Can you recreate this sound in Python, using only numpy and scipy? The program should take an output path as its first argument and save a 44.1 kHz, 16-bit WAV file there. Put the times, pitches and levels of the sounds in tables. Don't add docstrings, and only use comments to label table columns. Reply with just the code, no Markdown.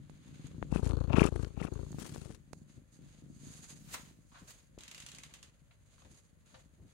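import sys
import numpy as np
from scipy import signal
from scipy.fft import rfft, irfft, next_fast_len
from scipy.io import wavfile
from scipy.ndimage import map_coordinates

SR = 44100
rng = np.random.default_rng(int(sys.argv[2]) if len(sys.argv) > 2 else 0)


def wav_out(sig):
    wavfile.write(sys.argv[1], SR, np.round(np.clip(np.atleast_2d(sig).T, -1, 1) * 32767).astype(np.int16))


N = 305613


def amp(db):
    return 10 ** (np.asarray(db) / 20)


def unit(x):
    return x / np.sqrt(np.mean(x ** 2) + 1e-20)


def along(points, hz):
    f, v = np.transpose(points)
    return np.interp(np.log(hz + 1), np.log(f + 1), v)


def curves(rows):
    s, *cols = np.transpose(rows)
    return [np.interp(np.arange(N) / SR, s, c) for c in cols]


def wobble(rate):
    return map_coordinates(rng.standard_normal(N // 10), [np.arange(N) * rate / SR], mode="wrap")


def coloured(x, spectrum):
    m = 2 * next_fast_len(N // 2 + SR // 4)
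    gain = unit(amp(along(spectrum, np.fft.rfftfreq(m, 1 / SR))))
    cepstrum = irfft(np.log(gain + 1e-6))
    cepstrum[1:m // 2] *= 2
    cepstrum[m // 2 + 1:] = 0
    return irfft(rfft(x, m) * np.exp(rfft(cepstrum)), m)[..., :N]


def resonate(x, modes):
    m = next_fast_len(N + SR // 2)
    f = np.fft.rfftfreq(m, 1 / SR)
    body = 0
    for k, (hz, width, db) in enumerate(modes):
        damping = 1j * f * width
        body = body + (-1) ** k * amp(db) * damping / (hz * hz - f * f + damping)
    return irfft(rfft(x, m) * body / np.sqrt(np.mean(abs(body) ** 2)), m)[..., :N]


def dulled(x, hz):
    return signal.lfilter(*signal.butter(2, min(hz, SR / 3), fs=SR), x)


def pair(alike):
    alike = np.clip(alike, 0, 1)
    return np.sqrt(alike) * rng.standard_normal(N) + np.sqrt(1 - alike) * rng.standard_normal((2, N))


def sides(lr_db):
    return amp(np.minimum([[lr_db], [-lr_db]], 0))


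def add(track, s, sound):
    i = int(np.clip(round(s * SR), 0, N - 1))
    track[..., i:i + sound.shape[-1]] += sound[..., :N - i]


def swell(s, rise, hold, fall, slope_db=0):
    age = np.arange(N) / SR - s
    rising = 20 * np.minimum(age, 0) / rise
    held = slope_db * np.clip(age, 0, hold)
    falling = 20 * np.maximum(age - hold, 0) / fall
    return amp(rising + held - falling)


# frequency in Hz, time to fall 60 dB in seconds.
ROOM_DECAY = [(100, 0.33), (1000, 0.25), (10000, 0.16)]


def room(x):
    hz, t, z = signal.stft(rng.standard_normal((2, SR // 2)), SR, nperseg=256)
    decay = amp(-60 * t / along(ROOM_DECAY, hz)[:, None])
    tail = signal.istft(z * decay, SR, nperseg=256)[1]
    return signal.fftconvolve(np.atleast_2d(x), tail / np.linalg.norm(tail[0]), axes=1)[:, :N]


# frequency in Hz, left over right in dB.
PORT_BALANCE = [(160, 2), (600, 7), (4200, -0.5), (6300, -7.5), (15000, 5)]


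def ports(x):
    m = next_fast_len(N + SR // 4)
    lr_db = along(PORT_BALANCE, np.fft.rfftfreq(m, 1 / SR))
    return irfft(rfft(x, m) * amp(np.array([lr_db, -lr_db]) / 2), m)[:, :N]


# frequency in Hz, relative level in dB per Hz.
HISS_COLOUR = [(100, -4), (300, -25), (550, -9.5), (750, -22.5), (1700, -19.5), (4200, -34), (5600, -40.5),
               (6600, -29), (8000, -31), (11500, -26.5), (13500, -53.5), (16000, -29)]


def hiss(level_db=-74.0):
    return amp(level_db) * coloured(pair(0.067), HISS_COLOUR)


# frequency in Hz, relative level in dB per Hz.
RUMBLE_COLOUR = [(20, -27.5), (45, -0.5), (65, -1.5), (105, -3), (160, -15), (400, -60)]


def rumble(level_db=-66.5, drift_db=1.7):
    return amp(level_db + drift_db * wobble(20)) * coloured(pair(0.37), RUMBLE_COLOUR)


# time in seconds, level in dB.
THUDS = [(2.775, -57.5), (3.235, -58), (2.549, -56.5), (4.421, -54), (4.781, -55), (6.06, -54),
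         (6.111, -61.5), (6.53, -62), (6.801, -54.5), (6.85, -59)]
# frequency in Hz, relative level in dB per Hz.
THUD_COLOUR = [(25, -19), (60, -0.5), (140, 1), (250, -6.5), (500, -18.5), (2000, -54)]


def thuds(rise_s=0.023, hold_s=0.0019, fall_s=0.072):
    envelope = sum(amp(db) * swell(s, rise_s, hold_s, fall_s) for s, db in THUDS)
    return coloured(pair(0.77) * envelope, THUD_COLOUR)


# start in seconds, level in dB before the gain, 60 dB decay in seconds, hollow note in Hz.
SCUFFS = [(3.937, -46, 0.094, 1920), (4.314, -67.5, 0.12, 990), (4.341, -63.5, 0.33, 1420),
          (4.601, -66, 0.026, 4100), (5.708, -61.5, 0.041, 2400), (5.979, -59.5, 0.025, 1220),
          (6.018, -55, 0.027, 520), (6.048, -59.5, 0.039, 517), (6.54, -54.5, 0.069, 521)]
# frequency in Hz, relative level in dB per Hz.
SCUFF_COLOUR = [(150, -24), (350, -42), (520, -2.5), (720, -2.5), (1000, 2.5), (1500, -3), (2200, -4),
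                (4000, -5), (12000, -40)]


def scuffs(rise=0.0058, hollow=1.27, sharpness=2.7, gain_db=6, wet_db=-4.0):
    t = np.arange(SR // 3) / SR
    track = np.zeros((2, N))
    noise = pair(0.067)[:, :len(t)]
    for s, db, length, hz in SCUFFS:
        grit = np.roll(noise, rng.integers(len(t)), axis=1)
        grit = grit * amp(db + gain_db - 60 * t / length) * (1 - np.exp(-t / rise))
        note = signal.lfilter(*signal.iirpeak(hz, sharpness, fs=SR), grit)
        add(track, s, grit + hollow * note)
    brush = coloured(track, SCUFF_COLOUR)
    return brush + amp(wet_db) * room(brush)


# time in seconds, level in dB.
TICKS = [(4.7854, -48), (4.806, -48), (4.8334, -46.5), (4.878, -44), (4.912, -44.5), (4.945, -43.5),
         (4.9774, -44), (5.0, -44), (5.021, -49.5), (5.062, -42), (5.0857, -45.5), (5.1153, -46),
         (5.1469, -45.5), (5.183, -45.5), (5.2333, -43), (5.337, -44), (5.427, -45)]
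# frequency in Hz, relative level in dB per Hz.
TICK_COLOUR = [(300, -19), (1000, -2), (1800, 3.5), (3000, 8), (5700, 1), (6600, 7.5), (10000, -2.5),
               (15000, -16.5)]


def ticks(t60=0.018, wet_db=-5, trail_db=-15, trail_t60=0.183):
    t = np.arange(SR // 5) / SR
    envelope = np.zeros(N)
    for s, db in TICKS:
        snap = amp(db - 3 - 60 * t / t60)
        trail = amp(db + trail_db - 60 * t / trail_t60)
        add(envelope, s + 0.0016, snap + trail)
    snaps = coloured(pair(0.1) * envelope, TICK_COLOUR)
    return snaps + amp(wet_db) * room(snaps)


# time of the peak in seconds, level in dB, width in seconds.
WHISKS = [(2.001, -52.5, 0.005), (2.07, -54.5, 0.0039), (2.158, -52, 0.00087), (3.944, -40.5, 0.0092),
          (4.488, -63, .006), (4.508, -54, 0.0067)]
# frequency in Hz, relative level in dB per Hz.
WHISK_COLOUR = [(300, -7), (8000, -1), (15000, -9)]


def whisk(skirt=0.085, skirt_db=-16):
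    t = np.arange(N) / SR
    envelope = np.zeros(N)
    for s, db, width in WHISKS:
        away = abs(t - s)
        envelope += amp(db) * (np.exp(-away / width) + amp(skirt_db) * np.exp(-away / skirt))
    return envelope * coloured(pair(0.056), WHISK_COLOUR)


# time at full strength in seconds, rise in s, hold in s, body level in dB, sheen level in dB.
STROKES = [(0.37, 0.74, 0.14, -66, -70), (0.753, 1, 0.92, -72.5, -74), (1.758, 0.44, 0.46, -70.5, -69.5),
           (2.55, 0.038, 0.013, -87, -70), (2.688, 0.036, 0.055, -72, -71.5),
           (2.929, 0.033, 0.0095, -74.5, -67.5), (3.093, 0.39, 0.092, -69.5, -70.5),
           (3.498, 0.23, 0.23, -63.5, -58.5), (3.94, 0.095, 0.0054, -54.5, -56),
           (4.37, 0.27, 0.034, -74, -68), (4.478, 0.0089, 0.01, -60.5, -58.5),
           (4.79, 0.022, 0.14, -64, -71), (4.958, 0.22, 0.39, -65.5, -69.5), (5.35, 0.11, 0.11, -69.5, -74),
           (5.94, 0.27, 0.15, -72.5, -72), (6.112, 0.013, 0.042, -70, -66),
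           (6.461, 0.016, 0.14, -70, -70.5), (6.883, 0.1, 0.073, -74.5, -74.5)]
# frequency in Hz, relative level in dB per Hz.
BODY_COLOUR = [(150, -18), (450, 4), (800, -0.5), (1300, 1.5), (2300, 1.5), (4000, 1), (6000, -14.5),
               (12000, -29)]
# frequency in Hz, relative level in dB per Hz.
SHEEN_COLOUR = [(2000, -41), (4500, -1), (5800, -9.5), (6500, 7.5), (7500, -1.5), (10500, -5.5),
                (12500, -16.5), (15500, -27)]


def rustle(grain_db=1.5, fall_s=.18, floor_db=-82):
    strokes = [amp([[body_db], [sheen_db]]) * swell(s, rise, hold, fall_s)
               for s, rise, hold, body_db, sheen_db in STROKES]
    body_gain, sheen_gain = np.maximum(np.max(strokes, axis=0), amp(floor_db))
    catches = unit(amp(grain_db * wobble(900) + 1.9 * wobble(60)))
    body = coloured(pair(0.035) * catches * body_gain, BODY_COLOUR)
    sheen = coloured(pair(0.13) * catches * sheen_gain, SHEEN_COLOUR)
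    return body + sheen


# time in seconds, level in dB before the port colouring.
AIRBORNE_LEVEL = [(0, -56), (.29, -57), (.35, -52.5), (.6, -46.5), (.8, -51), (.95, -58.5), (1.8, -56),
                  (1.89, -45), (2.3, -53.5), (2.37, -62), (2.48, -62.5), (2.68, -58.5), (2.74, -64),
                  (2.78, -54), (2.89, -70), (3.05, -51), (3.1, -60.5), (3.21, -60.5), (3.24, -54),
                  (3.55, -53), (3.67, -61.5), (3.79, -54), (4.08, -59), (4.3, -67), (4.7, -67.5),
                  (5.2, -62.5), (5.6, -71), (6.92, -66)]
# frequency in Hz, relative level in dB per Hz.
FLUTTER_COLOUR = [(30, -30), (55, -5), (85, -5), (125, -1), (150, 5.5), (175, 0), (205, -3), (290, -9.5),
                  (450, -23), (700, -35), (3000, -75)]


def airborne_purr(beats, scatter_db=3, second_db=-5, wet_db=-9, breathy=0.051, jitter=.002):
    t = np.arange(SR // 25) / SR
    track = np.zeros((2, N))
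    gaps = np.diff(beats, append=N / SR)
    for s, gap, r in zip(beats, gaps, rng.standard_normal((len(beats), 4))):
        opening = s + jitter * r[3], scatter_db * r[0]
        closing = s + gap * (.48 + .07 * r[1]), second_db + scatter_db * r[2]
        for start, db in (opening, closing):
            pulse = breathy * rng.standard_normal((2, len(t))) * amp(-60 * t / 0.087)
            pulse[:, 0] -= 1
            add(track, start - .002, amp(db) * pulse)
    direct = coloured(track, FLUTTER_COLOUR)
    return unit(unit(direct) + amp(wet_db) * unit(room(direct))) * amp(curves(AIRBORNE_LEVEL)[0])


# time in seconds, level in dB.
CASE_FIZZES = [(0.099, -57.5), (0.469, -50.5), (0.875, -43), (1.737, -49), (1.918, -48), (2.531, -46.5)]


def case_fizz(rise_s=0.00045, fall_s=0.008):
    envelope = sum(amp(db) * swell(s, rise_s, 0, fall_s) for s, db in CASE_FIZZES)
    return coloured(envelope * rng.standard_normal(N), SHEEN_COLOUR) * sides(-26.0)


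# time in seconds, peak level in dB, left over right in dB, dull above this many Hz.
KNOCKS_AND_BEATS = [(0.097, -39.5, -37, 2730), (.627, -19.5, 45, 1580), (0.872, -29.5, -29, 2950),
                    (.91, -28, 29, 3000), (1.447, -29.5, 21, 4530), (1.015, -23.5, 35, 1080),
                    (1.361, -25, 35, 1500), (1.929, -36, 14, 4140), (2.055, -34.5, 32, 2970),
                    (2.161, -28, 36, 1460), (2.257, -32, 18, 450), (2.304, -32, 9, 443),
                    (2.311, -44.5, 5, 2500), (2.347, -38.5, 37, 9050), (2.5327, -29, -12, 3800),
                    (3.946, -43, 6, 1200), (4.778, -34, 8, 613)]


def knocks_and_strong_beats(crack_t60=0.003, crack=0.38, scrape=0.052):
    t = np.arange(SR // 20) / SR
    track = np.zeros((2, N))
    for s, db, lr_db, dull_hz in KNOCKS_AND_BEATS:
        push = (1 - t / 0.00013) * np.exp(-t / 0.00037)
        roughness = crack * amp(-60 * t / crack_t60) + scrape * amp(-60 * t / 0.029)
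        grit = rng.standard_normal(len(t)) * roughness
        blow = dulled(push * min(1, 2000 / dull_hz) + grit, dull_hz)
        add(track, s, amp(db) * sides(lr_db) * blow / abs(blow).max())
    return track


# first beat in seconds, quickens after in s, end in s, pull level in dB, rasp level in dB.
IN_BREATHS = [(.726, .706, .807, -23.5, -45), (1.105, 1.165, 1.303, -17.5, -31.5),
              (1.5765, 1.6, 1.7, -31, -45.5), (1.946, 1.965, 2.05, -39, -70)]
# first beat in seconds, rate in beats a second, hold in seconds, level in dB.
OUT_BREATHS = [(0.514, 28.5, 0.19, -48), (0.831, 28.1, .2, -25.5), (1.3245, 27.5, 0.11, -28.5),
               (1.723, 27.3, 0.11, -34), (2.18, 25, 0.125, -44.5)]
IN_RATES = (25.1, 28.9)
FREE_RATES, BREATH_S, LEAVES_PORT_S = (25.5, 28.3), .222, 2.34
IN_LEAD_S = 0.034
FLOW_LATE = 1.3


def beat_rates():
    slow, quick = IN_RATES
    near = [(s, rate) for s, rate, _, _ in OUT_BREATHS]
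    for s, quickens, _, _, _ in IN_BREATHS:
        near += [(s, slow), (s + np.ceil((quickens - s) * slow) / slow, quick)]
    first_near = min(near)[0]
    free = [(s, FREE_RATES[k % 2]) for k, s in enumerate(np.arange(0, N / SR, BREATH_S))
            if not first_near < s < LEAVES_PORT_S]
    return sorted(near + free)


def purr_beats():
    stretches = beat_rates()
    ends = [s for s, _ in stretches[1:]] + [N / SR]
    return np.concatenate([np.arange(s, end - .5 / rate, 1 / rate)
                           for (s, rate), end in zip(stretches, ends)])


def purr_cycle(beats):
    return np.interp(np.arange(N) / SR, beats, np.arange(len(beats))) % 1


def progress(t, first, end):
    return np.clip((t - first + IN_LEAD_S) / (end - first + IN_LEAD_S), 0, 1)


def arches(late=1):
    t = np.arange(N) / SR
    return np.array([abs(np.sin(np.pi * progress(t, s, end) ** late)) for s, _, end, _, _ in IN_BREATHS])


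def intake(arch=1.5):
    return amp([row[4] for row in IN_BREATHS]) @ arches(FLOW_LATE) ** arch


def outflow(rise_s=0.014, fall_s=0.1, sag_db_per_s=8.5):
    return np.max([amp(db) * swell(s, rise_s, hold, fall_s, -sag_db_per_s)
                   for s, _, hold, db in OUT_BREATHS], axis=0)


# time at full strength in seconds, hold in s, level in dB.
PORT_RUBS = [(0.739, 0.052, -46), (0.848, 0.059, -48), (1.188, 0.09, -38.5), (1.348, 0.13, -54),
             (1.622, 0.033, -49.5), (1.991, 0.37, -47)]
# frequency in Hz, relative level in dB per Hz.
RUB_COLOUR = [(30, -33), (160, 11.5), (350, 24.5), (600, 8.5), (1200, 8), (2000, 4.5), (5500, 3),
              (6700, 5.5), (10000, 2.5), (14000, -21)]


def port_rub(beats, grain_db=4, shake_db=1, rise_s=0.033, fall_s=0.03, sag_db_per_s=28.5):
    drag = sum(amp(db) * swell(s, rise_s, hold, fall_s, -sag_db_per_s) for s, hold, db in PORT_RUBS)
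    shake = shake_db * np.cos(2 * np.pi * purr_cycle(beats))
    slips = unit(amp(grain_db * wobble(1500) + 3.9 * wobble(140) + shake))
    return coloured(drag * slips * rng.standard_normal(N), RUB_COLOUR) * sides(39)


# seconds after the beat, level in dB.
PUFFS = [(-.0052, -0.5), (-.0005, -5.5), (.0075, -6.5), (0.016, -4.5)]
# frequency in Hz, relative level in dB per Hz.
NOSE_COLOUR = [(100, 9.5), (400, 21), (560, 5), (750, 0), (1100, 4.5), (1550, -1), (1900, -18),
               (3000, -14.5), (3900, -14), (4350, -5), (4900, -25.5), (5900, -20), (6600, -18),
               (11000, -26), (14000, -52)]


def sputter(beats, gain_db=-2, leak=0.016, burst_t60=0.016):
    t = np.arange(SR // 25) / SR
    envelope = np.full(N, float(leak))
    for s, r in zip(beats, rng.standard_normal((len(beats), len(PUFFS), 2))):
        for (delay, db), (late, size) in zip(PUFFS, r):
            add(envelope, s + delay + .0004 * late, amp(db + 2 * size - 60 * t / burst_t60))
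    air = coloured(envelope * outflow() * rng.standard_normal(N), NOSE_COLOUR)
    return amp(gain_db) * air * sides(39)


# resonance in Hz, width in Hz, relative level in dB.
NARROW_THROAT = [(157, 90, 5.5), (387, 230, 1), (960, 270, -6.5)]


def gurgle(beats, gain_db=3, late_s=0.0054, rise_s=0.027, hold_s=0.071, fall_s=0.11, dull_hz=1500):
    cycle = purr_cycle(beats)
    onset = sum(amp(db) * swell(s + late_s, rise_s, hold_s, fall_s) for s, _, _, _, db in IN_BREATHS)
    catches = unit(amp(7 * np.cos(2 * np.pi * (cycle + .08)) + 4 * wobble(700)))
    rattle = resonate(onset * catches * rng.standard_normal(N), NARROW_THROAT)
    return amp(gain_db) * dulled(rattle, dull_hz) * sides(41)


# resonance in Hz, width in Hz, relative level in dB.
THROAT = [(395.3, 35, 22), (1230, 440, 8), (2310, 130, 3.5), (2600, 230, 5.5)]


def rasp(beats, open_at=0.66, pop_at=0.29, pop=6, pop_hz=2350, gain_db=3, dull_hz=7000):
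    cycle = purr_cycle(beats)
    flow = unit(amp(7 * np.cos(2 * np.pi * (cycle - open_at)) + wobble(200) + 4.5 * wobble(1400)))
    breath = dulled(resonate(flow * rng.standard_normal(N), THROAT), dull_hz)
    age = np.maximum(cycle - pop_at, 0)
    pitch = pop_hz * (1 + .05 * wobble(28) + .09 * wobble(1100) + np.minimum(age, .15))
    burst = np.exp(-age / .05) - np.exp(-age / .02)
    pull = arches(FLOW_LATE).max(axis=0) ** 3
    roughness = amp(3 * wobble(28) + 2 * wobble(900))
    wet = burst * pull * roughness * np.sin(2 * np.pi * np.cumsum(pitch) / SR)
    return (breath + pop * wet) * amp(gain_db) * intake() * sides(41)


def contact_purr(beats, gain_db=7.0, chest_hz=57.5, chest_db=-13, neck_hz=160, neck_db=-9,
                 throat_hz=490, throat_db=-13, edge_s=0.00073, suck_s=0.002, push_s=0.0042,
                 sharpen_db=9, suck_db=3):
    t = np.arange(-SR // 50, SR // 6) / SR
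    after = np.maximum(t, 0)

    def ring(hz, t60, age):
        return np.sin(2 * np.pi * hz * age) * amp(-60 * age / t60)

    def bump(centre, width):
        return np.exp(-((t - centre) / width) ** 2)

    track = np.zeros(N)
    for s, r in zip(beats, rng.standard_normal((len(beats), 5))):
        tight = sum(min(2 * progress(s, first, end), 1) for first, _, end, _, _ in IN_BREATHS if s < end)
        soft = amp(-sharpen_db * tight)
        suction = amp(2 * r[1] + suck_db * tight) * bump(0, suck_s)
        push = np.exp(-(after / (push_s * soft * amp(r[0] / 2))) ** 4)
        flip = np.tanh(t / (edge_s * soft)) * np.where(t < 0, suction, push)
        parting = -.55 * bump(-.0036, .0012)
        recoil = -.3 * amp(4 * r[2]) * bump(.007 + .0006 * r[3], .001)
        chest = -amp(chest_db) * ring(chest_hz, .2, np.maximum(t - .006, 0))
        neck = amp(neck_db) * tight * ring(neck_hz, .05, after)
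        throat = amp(throat_db) * ring(throat_hz * (1 + .05 * r[4]), .02, after / soft)
        add(track, s + t[0], flip + (1 - tight) * (parting + recoil) + chest + neck + throat)
    pressure = outflow() + amp([row[3] for row in IN_BREATHS]) @ arches()
    return amp(gain_db) * track * pressure * sides(55)


def scene():
    beats = purr_beats()
    background = rumble() + hiss()
    movement = thuds() + scuffs() + ticks() + whisk() + rustle()
    around = ports(background + movement + airborne_purr(beats))
    on_the_case = case_fizz() + knocks_and_strong_beats() + port_rub(beats)
    purr = sputter(beats) + gurgle(beats) + rasp(beats) + contact_purr(beats)
    return around + on_the_case + purr


def record(dry, low_cut_hz=36, top_hz=15800):
    thinned = signal.lfilter(*signal.butter(2, low_cut_hz, "high", fs=SR), dry)
    m = next_fast_len(N + SR // 2)
    kept = np.fft.rfftfreq(m, 1 / SR) < top_hz
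    return irfft(rfft(thinned, m) * kept, m)[:, :N]


dry = scene()
out = record(dry)
wav_out(out)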